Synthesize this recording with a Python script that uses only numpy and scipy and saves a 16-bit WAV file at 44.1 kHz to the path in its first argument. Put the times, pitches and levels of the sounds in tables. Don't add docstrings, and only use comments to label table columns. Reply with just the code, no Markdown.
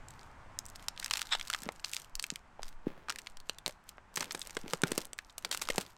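import sys
import numpy as np
from scipy import signal
from scipy.fft import rfft, irfft, next_fast_len
from scipy.io import wavfile
from scipy.ndimage import uniform_filter1d

SR = 44100
rng = np.random.default_rng(int(sys.argv[2]) if len(sys.argv) > 2 else 0)


def persist_wave(psi):
    counts = np.round(np.clip(psi, -1, 1) * 32767).astype(np.int16)
    wavfile.write(sys.argv[1], SR, np.atleast_2d(counts).T)


N = 263277
TIME_S = np.arange(N) / SR


def crack(db, low_hz, ring_hz, ring_db, slope_db_oct, length_ms, size=2048):
    t, hz = np.arange(size) / SR, np.fft.rfftfreq(size, 1 / SR) + 1
    slip_gain, jerk_db, settle_db, settle_s, ring_oct = .29, 5, -29, .0077, .28
    burst, settling, catch = rng.standard_normal((3, size))
    jerks = undb(jerk_db * np.clip(np.repeat(catch, 16)[:size], -2, 2))
    force = slip_gain * burst * jerks * np.exp(-t * 1000 / max(length_ms * 1.47, .1))
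    force[0] += 1
    force += slip_gain * undb(settle_db) * settling * jerks * np.exp(-t / settle_s)
    flatten_db = -10 * np.log10(uniform_filter1d(np.abs(rfft(force)) ** 2, size=91))
    plate_db = ring_db / (1 + (np.log2(hz / ring_hz) / ring_oct) ** 2)
    plate_db += slope_db_oct * np.log2(1 + hz / 2000)
    plate_db -= 10 * np.log10(1 + (low_hz / hz) ** 5)
    mic_colour_db = colour_db([(5000, -1), (6500, -2.5), (8300, 0), (10000, -8),
                               (12500, -9.5), (16000, -17.5)], hz)
    snap = shape(force, flatten_db + plate_db + mic_colour_db)
    rms_1ms = np.sqrt(np.sum(snap ** 2) / (SR / 1000))
    return undb(db) * snap / rms_1ms


# (time [s], level over 1 ms [dB], low cut [Hz], ring [Hz], slope [dB/oct], length [ms])
SNAPS = [(0.0848, -42, 2970, 7650, 0, .6), (0.1068, -45.5, 3000, 7300, 3, 0.54),
         (0.2123, -51, 2000, 5100, -3, 0.74), (0.5894, -25, 2160, 6200, 3, 0.35),
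         (0.655, -42.3, 2500, 6020, 5, .3), (0.6637, -39, 4890, 8000, 6, 0.32),
         (0.7004, -44, 3050, 6040, 9, .4), (0.7585, -38, 920, 5100, 1.5, 2.5),
         (0.8841, -22.5, 940, 5000, -1, 1.1), (0.9763, -36, 2500, 3930, -12, 1.2),
         (0.9983, -30.5, 790, 4180, 3, 0.94), (1.0265, -32, 1713, 1630, -8, 3),
         (1.045, -26.5, 1370, 5350, 1.5, 0.51), (1.0609, -28.5, 1500, 1600, -0.5, 1.1),
         (1.11, -19.5, 1950, 1250, -7, 1.55), (1.1365, -19.5, 1260, 4870, -4.5, .9),
         (1.1562, -31, 1060, 3150, -7, 1.2), (1.1713, -26.5, 1760, 1850, -1, 0.92),
         (1.1773, -32, 1050, 7030, -5, 0.61), (1.1938, -29.5, 1290, 2920, -2, 0.76),
         (1.217, -23.5, 2030, 1380, -3.5, 0.71), (1.3503, -23.5, 800, 3700, -9, 1.7),
         (1.3966, -32.5, 1070, 3100, -4, 1.2), (1.4118, -28.5, 2580, 2680, -12, .7),
         (1.474, -37, 1040, 4570, 2, 1.2), (1.5009, -23, 1100, 1290, -1, 0.66),
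         (1.531, -30, 1300, 1460, -2, 0.36), (1.5368, -22.5, 1410, 3770, -7, 0.4),
         (1.5472, -23.5, 1340, 1300, -8.5, 0.62), (1.6336, -34.5, 880, 2020, 4.5, .9),
         (1.6895, -25, 625, 1300, -11.5, 0.38), (1.7968, -44.5, 4460, 1490, -16, 0.7),
         (1.8424, -37, 960, 4630, -13, 1.1), (1.846, -24, 2850, 5000, -9.5, 0.8),
         (1.9349, -26, 2980, 2500, 0, 0.23), (1.9453, -34, 2500, 1120, 2, 0.3),
         (1.9663, -25.5, 4040, 1080, -11, .35), (2.154, -28.5, 1200, 5200, 5.5, .36),
         (2.1962, -25.6, 1170, 4530, -1.5, 0.78), (2.2265, -30.5, 5570, 10200, -8, 0.28),
         (2.24, -25, 1370, 2500, -2.5, 1.4), (2.3029, -25, 3100, 6800, -11.5, 0.45),
         (2.3586, -31.5, 1810, 2580, -0.5, 0.54), (2.5938, -34, 454, 795, -22.5, 0.91),
         (2.6315, -31.5, 670, 5540, -5, 0.95), (2.6817, -43, 665, 4770, 3, 1),
         (3.0849, -30.5, 895, 1360, -11.5, 1.7), (3.0966, -25, 1160, 5340, -8, 0.83),
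         (3.1021, -24.5, 1250, 1320, -3, 0.5), (3.1103, -35.5, 1280, 5980, -9, .6),
         (3.1236, -36.5, 1390, 1760, -3, .6), (3.1597, -34.5, 1580, 1770, -2, .5),
         (3.1865, -32.5, 1930, 1960, -3, 3.3), (3.2703, -32, 1400, 3660, -9.5, 1),
         (3.371, -41.5, 600, 4560, -.5, 1.1), (3.4018, -44, 970, 4040, 2, 0.32),
         (3.4956, -23, 1620, 3600, -5, 0.84), (3.5852, -38, 700, 3500, 2.5, .8),
         (3.6623, -21, 460, 4050, -2.5, 0.43), (3.6686, -36, 370, 600, -5, 1.1),
         (3.6791, -29, 370, 560, 2, 0.62), (3.694, -36.5, 366, 590, -5, 1.7),
         (3.8917, -37, 3160, 3260, 4.5, 0.83), (3.982, -40, 720, 1640, -22, 0.19),
         (4.158, -32.5, 3500, 6300, 10, .8), (4.1613, -26, 900, 6200, 3, 0.36),
         (4.172, -22.5, 900, 1330, -3.5, 2.7), (4.2065, -23, 450, 5640, -3, 3.1),
         (4.2261, -27.5, 370, 1710, -5, 2.1), (4.309, -28.5, 1460, 4950, -8, 1.9),
         (4.3215, -32, 910, 6200, 5, .76), (4.348, -27, 372, 9900, -5.5, 2.8),
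         (4.3938, -36, 370, 8880, 4, 1.1), (4.4161, -29, 5250, 3730, -11, 1.9),
         (4.4721, -35.5, 370, 600, 5, 0.63), (4.5687, -22.5, 445, 9100, -11, 1.33),
         (4.7347, -20.5, 450, 1280, -2.5, 1.07), (4.8189, -29.5, 370, 8540, 0, 0.45),
         (4.836, -15, 1260, 1420, -7, 0.95), (4.8722, -36, 990, 11300, -4, 1.3),
         (4.9176, -23.5, 372, 9100, -3, 1.7), (4.9783, -20.5, 370, 610, 3.5, 1.6),
         (4.9848, -33, 373, 614, -1, 0.82), (5.0154, -36, 370, 3900, 2, 1.5),
         (5.0536, -37, 370, 10900, 3, 0.54), (5.1322, -32.5, 370, 7700, -2, 0.85),
         (5.1884, -28, 1380, 1840, -5.5, 0.64), (5.2976, -46, 4500, 3780, -16, 1.8),
         (5.381, -30, 356, 706, 4, 2), (5.4484, -23, 690, 4430, -4.5, 2.4), (5.5128, -22, 630, 3960, 0, 3),
         (5.5258, -25, 700, 3450, -0.5, 4.5), (5.5366, -32.5, 600, 3540, 2, 7.2),
         (5.5472, -25.5, 455, 1510, -1.5, 1.5), (5.5743, -29.5, 370, 3240, 6, 0.69),
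         (5.6151, -25, 810, 11100, -1, 7.1), (5.6209, -26.5, 375, 5880, -5, 0.66),
         (5.6878, -23, 533, 11500, -8.5, 0.5), (5.7022, -20.5, 293, 2300, -4, 1.75),
         (5.7486, -36.5, 524, 1042, -29, 0.82), (5.781, -18.5, 373, 790, -2.5, 2),
         (5.8098, -30.5, 550, 3640, 1.5, 5.5)]
PLATE_RING_DB = 9


def crust(ring_loss_db_per_doubling=1.5):
    out = np.zeros(N)
    for s, db, low_hz, ring_hz, slope_db_oct, length_ms in SNAPS:
        ring_db = PLATE_RING_DB - ring_loss_db_per_doubling * np.log2(length_ms)
        add(out, s, crack(db, low_hz, ring_hz, ring_db, slope_db_oct, length_ms))
    return out


def splinters(load, count=165, base_db=-43, ref_load_db=-58, spread_db=4, scatter_oct=.76):
    work = np.cumsum(load ** .55)
    times_s = np.interp((np.arange(count) + rng.random(count)) / count, work / work[-1], TIME_S)
    snap_s, _, snap_low_hz = np.transpose(SNAPS)[:3]
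    out = np.zeros(N)
    for s, (strength, pitch, tilt) in zip(times_s, np.clip(rng.standard_normal((count, 3)), -2, 2)):
        load_db = 20 * np.log10(np.interp(s, TIME_S, load)) - ref_load_db
        db = base_db + .67 * load_db + spread_db * strength
        low_hz = np.interp(s, snap_s, snap_low_hz)
        ring_hz = 5500 * 2 ** (scatter_oct * pitch)
        add(out, s, crack(db, low_hz, ring_hz, PLATE_RING_DB, slope_db_oct=3 * tilt - 1, length_ms=.55))
    return out


# (time [s], level [dB], pitch [Hz], swell [ms], relative ring [dB])
SLAB_DROPS = [(1.621, -47, 230, 2.5, -14), (1.663, -35.5, 220, 3.4, -26), (1.6888, -28, 624, 0.22, -36),
              (2.3221, -38.5, 232, 1.5, -8), (2.8686, -19.5, 295, 1.26, -21),
              (3.4956, -32.5, 520, 0.64, -34), (3.6624, -42.5, 464, 0.3, -2.5),
              (3.6784, -34, 466, 0.61, -17), (4.1735, -45.5, 377, 1.2, 7), (4.21, -32, 400, 0.64, -28),
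              (4.347, -39, 420, 1.4, -5.5), (4.5686, -27, 506, 1.22, -19), (4.6395, -36.5, 204, 1.8, -16),
              (4.661, -38.5, 303, 2.3, -12), (4.734, -26.5, 480, 2, -5.5), (4.8348, -23.5, 283, 1.1, 2),
              (4.9178, -22, 337, 0.96, -35), (4.9783, -20.5, 374, 0.83, -42), (5.6998, -26, 422, 0.82, -31),
              (5.781, -23, 465, 0.53, -7.5)]
# (frequency [Hz], t60 [ms], gain [dB])
SLAB_MODES = [(183, 50, 0), (282, 33, -5.5), (378, 61, -6)]


def thuds(low_hz=135, size=4096):
    out, t = np.zeros(N), np.arange(size) / SR
    for s, db, hz, swell_ms, ring_db in SLAB_DROPS:
        age = t * 1000 / swell_ms
        drop = age * np.exp(1 - age) * np.sin(2 * np.pi * hz * t)
        detunes = 1 + .04 * rng.standard_normal(len(SLAB_MODES))
        ring = sum(undb(mode_db - 60 * t * 1000 / t60_ms) * np.sin(2 * np.pi * mode_hz * detune * t)
                   for (mode_hz, t60_ms, mode_db), detune in zip(SLAB_MODES, detunes))
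        add(out, s, undb(db) * (drop + undb(ring_db) * ring))
    return signal.sosfilt(signal.butter(4, low_hz, "high", fs=SR, output="sos"), out)


# (time [s], hold [s], load [dB])
SOLE_PRESSES = [(0.104, .16, -72), (0.649, .1, -72.5), (.8, .04, -62.5), (.99, .09, -58), (1.11, .1, -50.5),
                (1.249, .39, -58), (1.722, .09, -67), (1.862, .15, -55), (2.196, .16, -67.5),
                (2.632, .06, -62), (3.128, .17, -68), (3.471, .03, -67), (3.669, .03, -62),
                (3.879, .015, -64.5), (4.168, .07, -53), (4.291, .32, -60), (4.681, .08, -57),
                (4.881, .13, -55), (5.188, .11, -71.5), (5.39, .09, -66.5), (5.534, .14, -57.5),
                (5.699, .11, -53), (5.85, .06, -65)]


def sole_load(attack_s=.012, release_s=.027):
    return np.max([swell(*press, attack_s, release_s) for press in SOLE_PRESSES], axis=0)


# (frequency [Hz], gain [dB])
CRUMB_EQ = [(200, -16), (600, -7), (1500, 3.5), (3600, 0), (6300, -1), (8300, -4), (10000, -9.5),
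            (13000, -5.5), (16000, -22.5)]


def crumbs(load, gain_db=-1, grit_s=.00057, powder_db=-9):
    tail = np.exp(-2 * np.arange(128) / SR / grit_s)
    power = signal.lfilter(tail, 1, grains(rate_hz=650, spread_db=4.5) ** 2)
    grit = unit(np.sqrt(power)) + undb(powder_db)
    return undb(gain_db) * load * tint(grit * rng.standard_normal(N), CRUMB_EQ)


# (frequency [Hz], gain [dB])
SCUFF_EQ = [(180, -73), (300, -72), (523, -17), (1190, -3), (2360, -4.5), (2780, -12.5), (3550, 6),
            (4540, -14), (5180, -6), (6300, -24), (7790, -9), (10100, -39), (15000, -39)]


def scuff():
    slide = swell(s=1.323, hold_s=.011, db=-28, attack_s=.0054, release_s=.011)
    return tint(grains(rate_hz=15000, spread_db=5), SCUFF_EQ) * slide


# (time [s], level [dB], release [s])
SNOW_SINKS = [(1.665, -49, 0.029), (2.61, -62, 0.023), (2.885, -49, 0.037), (2.98, -57.5, 0.075),
              (3.1, -54, 0.073), (4.19, -50, 0.15), (4.66, -51.5, 0.063), (4.85, -46.5, 0.099),
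              (4.99, -44.5, 0.024), (5.46, -55.5, 0.16), (5.795, -48.5, .035)]
# (frequency [Hz], gain [dB])
PACKING_EQ = [(70, -15), (120, -13.5), (175, -1.5), (400, -2), (700, -8), (1400, -11), (3000, -17.5),
              (8000, -36)]


def packing(attack_s=.02):
    sink = np.max([swell(s, 0, db, attack_s, release_s) for s, db, release_s in SNOW_SINKS], axis=0)
    return tint(grains(rate_hz=750, spread_db=3.5), PACKING_EQ) * sink


def outdoors(x, near_db=-19, near_s=.01, far_db=-27, far_s=.048, size=16384):
    t = np.arange(size) / SR
    near, far = rng.standard_normal((2, size)) * np.exp(-t / np.array([[near_s], [far_s]])) * (t > .0015)
    echo = (undb(near_db) * unit(near) + undb(far_db) * unit(far)) / np.sqrt(size)
    echo = signal.sosfilt(signal.butter(1, 8000, fs=SR, output="sos"), echo)
    return x + signal.fftconvolve(x, echo)[:N]


# (time [s], relative level [dB])
HISS_LEVELS = [(0, -56.5), (1.05, -57.5), (2.06, -61.5), (3.94, -63), (4.8, -59.5), (5.15, -65),
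               (5.45, -63), (5.75, -56), (5.97, -66)]
# (frequency [Hz], gain [dB])
HISS_EQ = [(25, 15), (60, 4), (90, 3), (150, 1), (250, -2.5), (450, -7.5), (900, 0.5), (1500, -3.5),
           (2500, -13), (4000, -22.5), (8000, -26), (12000, -40), (16000, -45)]
# (time [s], level [dB])
RUMBLE_LEVELS = [(0, -61), (.7, -63), (1.1, -81), (2.5, -82), (5.97, -78)]


def background(hiss_gain_db=3):
    hiss = undb(hiss_gain_db) * curve(HISS_LEVELS) * tint(rng.standard_normal(N), HISS_EQ)
    rumble_eq = [(30, -18.5), (60, 6.5), (90, 8.5), (150, 2), (220, -30), (600, -48.5), (3000, -76)]
    return hiss + curve(RUMBLE_LEVELS) * tint(rng.standard_normal(N), rumble_eq)


# (time [s], peak [dB], width [ms])
AIR_PUFFS = [(1.39, -39.5, 23), (2.169, -37, 13.7), (2.657, -35.5, 20), (2.759, -40.5, 18),
             (2.891, -42, 36), (3.38, -42, 34), (4.63, -43, 29), (4.93, -46, 69), (5.723, -38.5, 21)]


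def mic_air(sway_db=-73):
    sway_eq = [(5, -11), (15, -7), (35, -8.5), (70, -9), (200, -63), (1000, -89)]
    out = undb(sway_db) * tint(rng.standard_normal(N), sway_eq)
    for s, db, width_ms in AIR_PUFFS:
        offset = (TIME_S - s) * 1000 / width_ms
        out -= undb(db) * (1 - offset ** 2) * np.exp(-offset ** 2 / 2)
    return out


def grains(rate_hz, spread_db):
    sizes = undb(spread_db * np.minimum(rng.exponential(size=N), 3))
    return (rng.random(N) < rate_hz / SR) * sizes * rng.choice([-1, 1], N)


def swell(s, hold_s, db, attack_s, release_s):
    early_s, late_s = np.maximum(s - TIME_S, 0), np.maximum(TIME_S - s - hold_s, 0)
    return undb(db) * np.exp(-np.minimum(early_s / attack_s + late_s / release_s, 30))


def undb(db):
    return 10 ** (np.asarray(db) / 20)


def unit(x):
    return x / np.sqrt(np.mean(x ** 2))


def curve(rows):
    return undb(np.interp(TIME_S, *np.transpose(rows)))


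def colour_db(eq, hz):
    points_hz, db = np.transpose(eq)
    return np.interp(np.log(hz + 1), np.log(points_hz), db)


def shape(x, db):
    cepstrum = irfft(np.log(undb(db)), len(x))
    cepstrum[1:len(x) // 2] *= 2
    cepstrum[len(x) // 2 + 1:] = 0
    return irfft(rfft(x) * np.exp(rfft(cepstrum)), len(x))


def tint(x, eq):
    size = 2 * next_fast_len(N // 2 + 1)
    db = colour_db(eq, np.fft.rfftfreq(size, 1 / SR))
    return unit(shape(np.pad(x, (0, size - N)), db)[:N])


def add(track, s, sound):
    i = int(s * SR)
    track[i:i + len(sound)] += sound[:N - i]


def scene():
    load = sole_load()
    steps = crust() + splinters(load) + thuds() + crumbs(load) + scuff() + packing()
    return (outdoors(steps) + background() + mic_air())[None]


def record(dry, ceiling=.45, top_hz=16200):
    rounded = ceiling * np.tanh(dry / ceiling)
    return signal.sosfilt(signal.ellip(8, .2, 70, top_hz, fs=SR, output="sos"), rounded)


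dry = scene()
out = record(dry)
persist_wave(out)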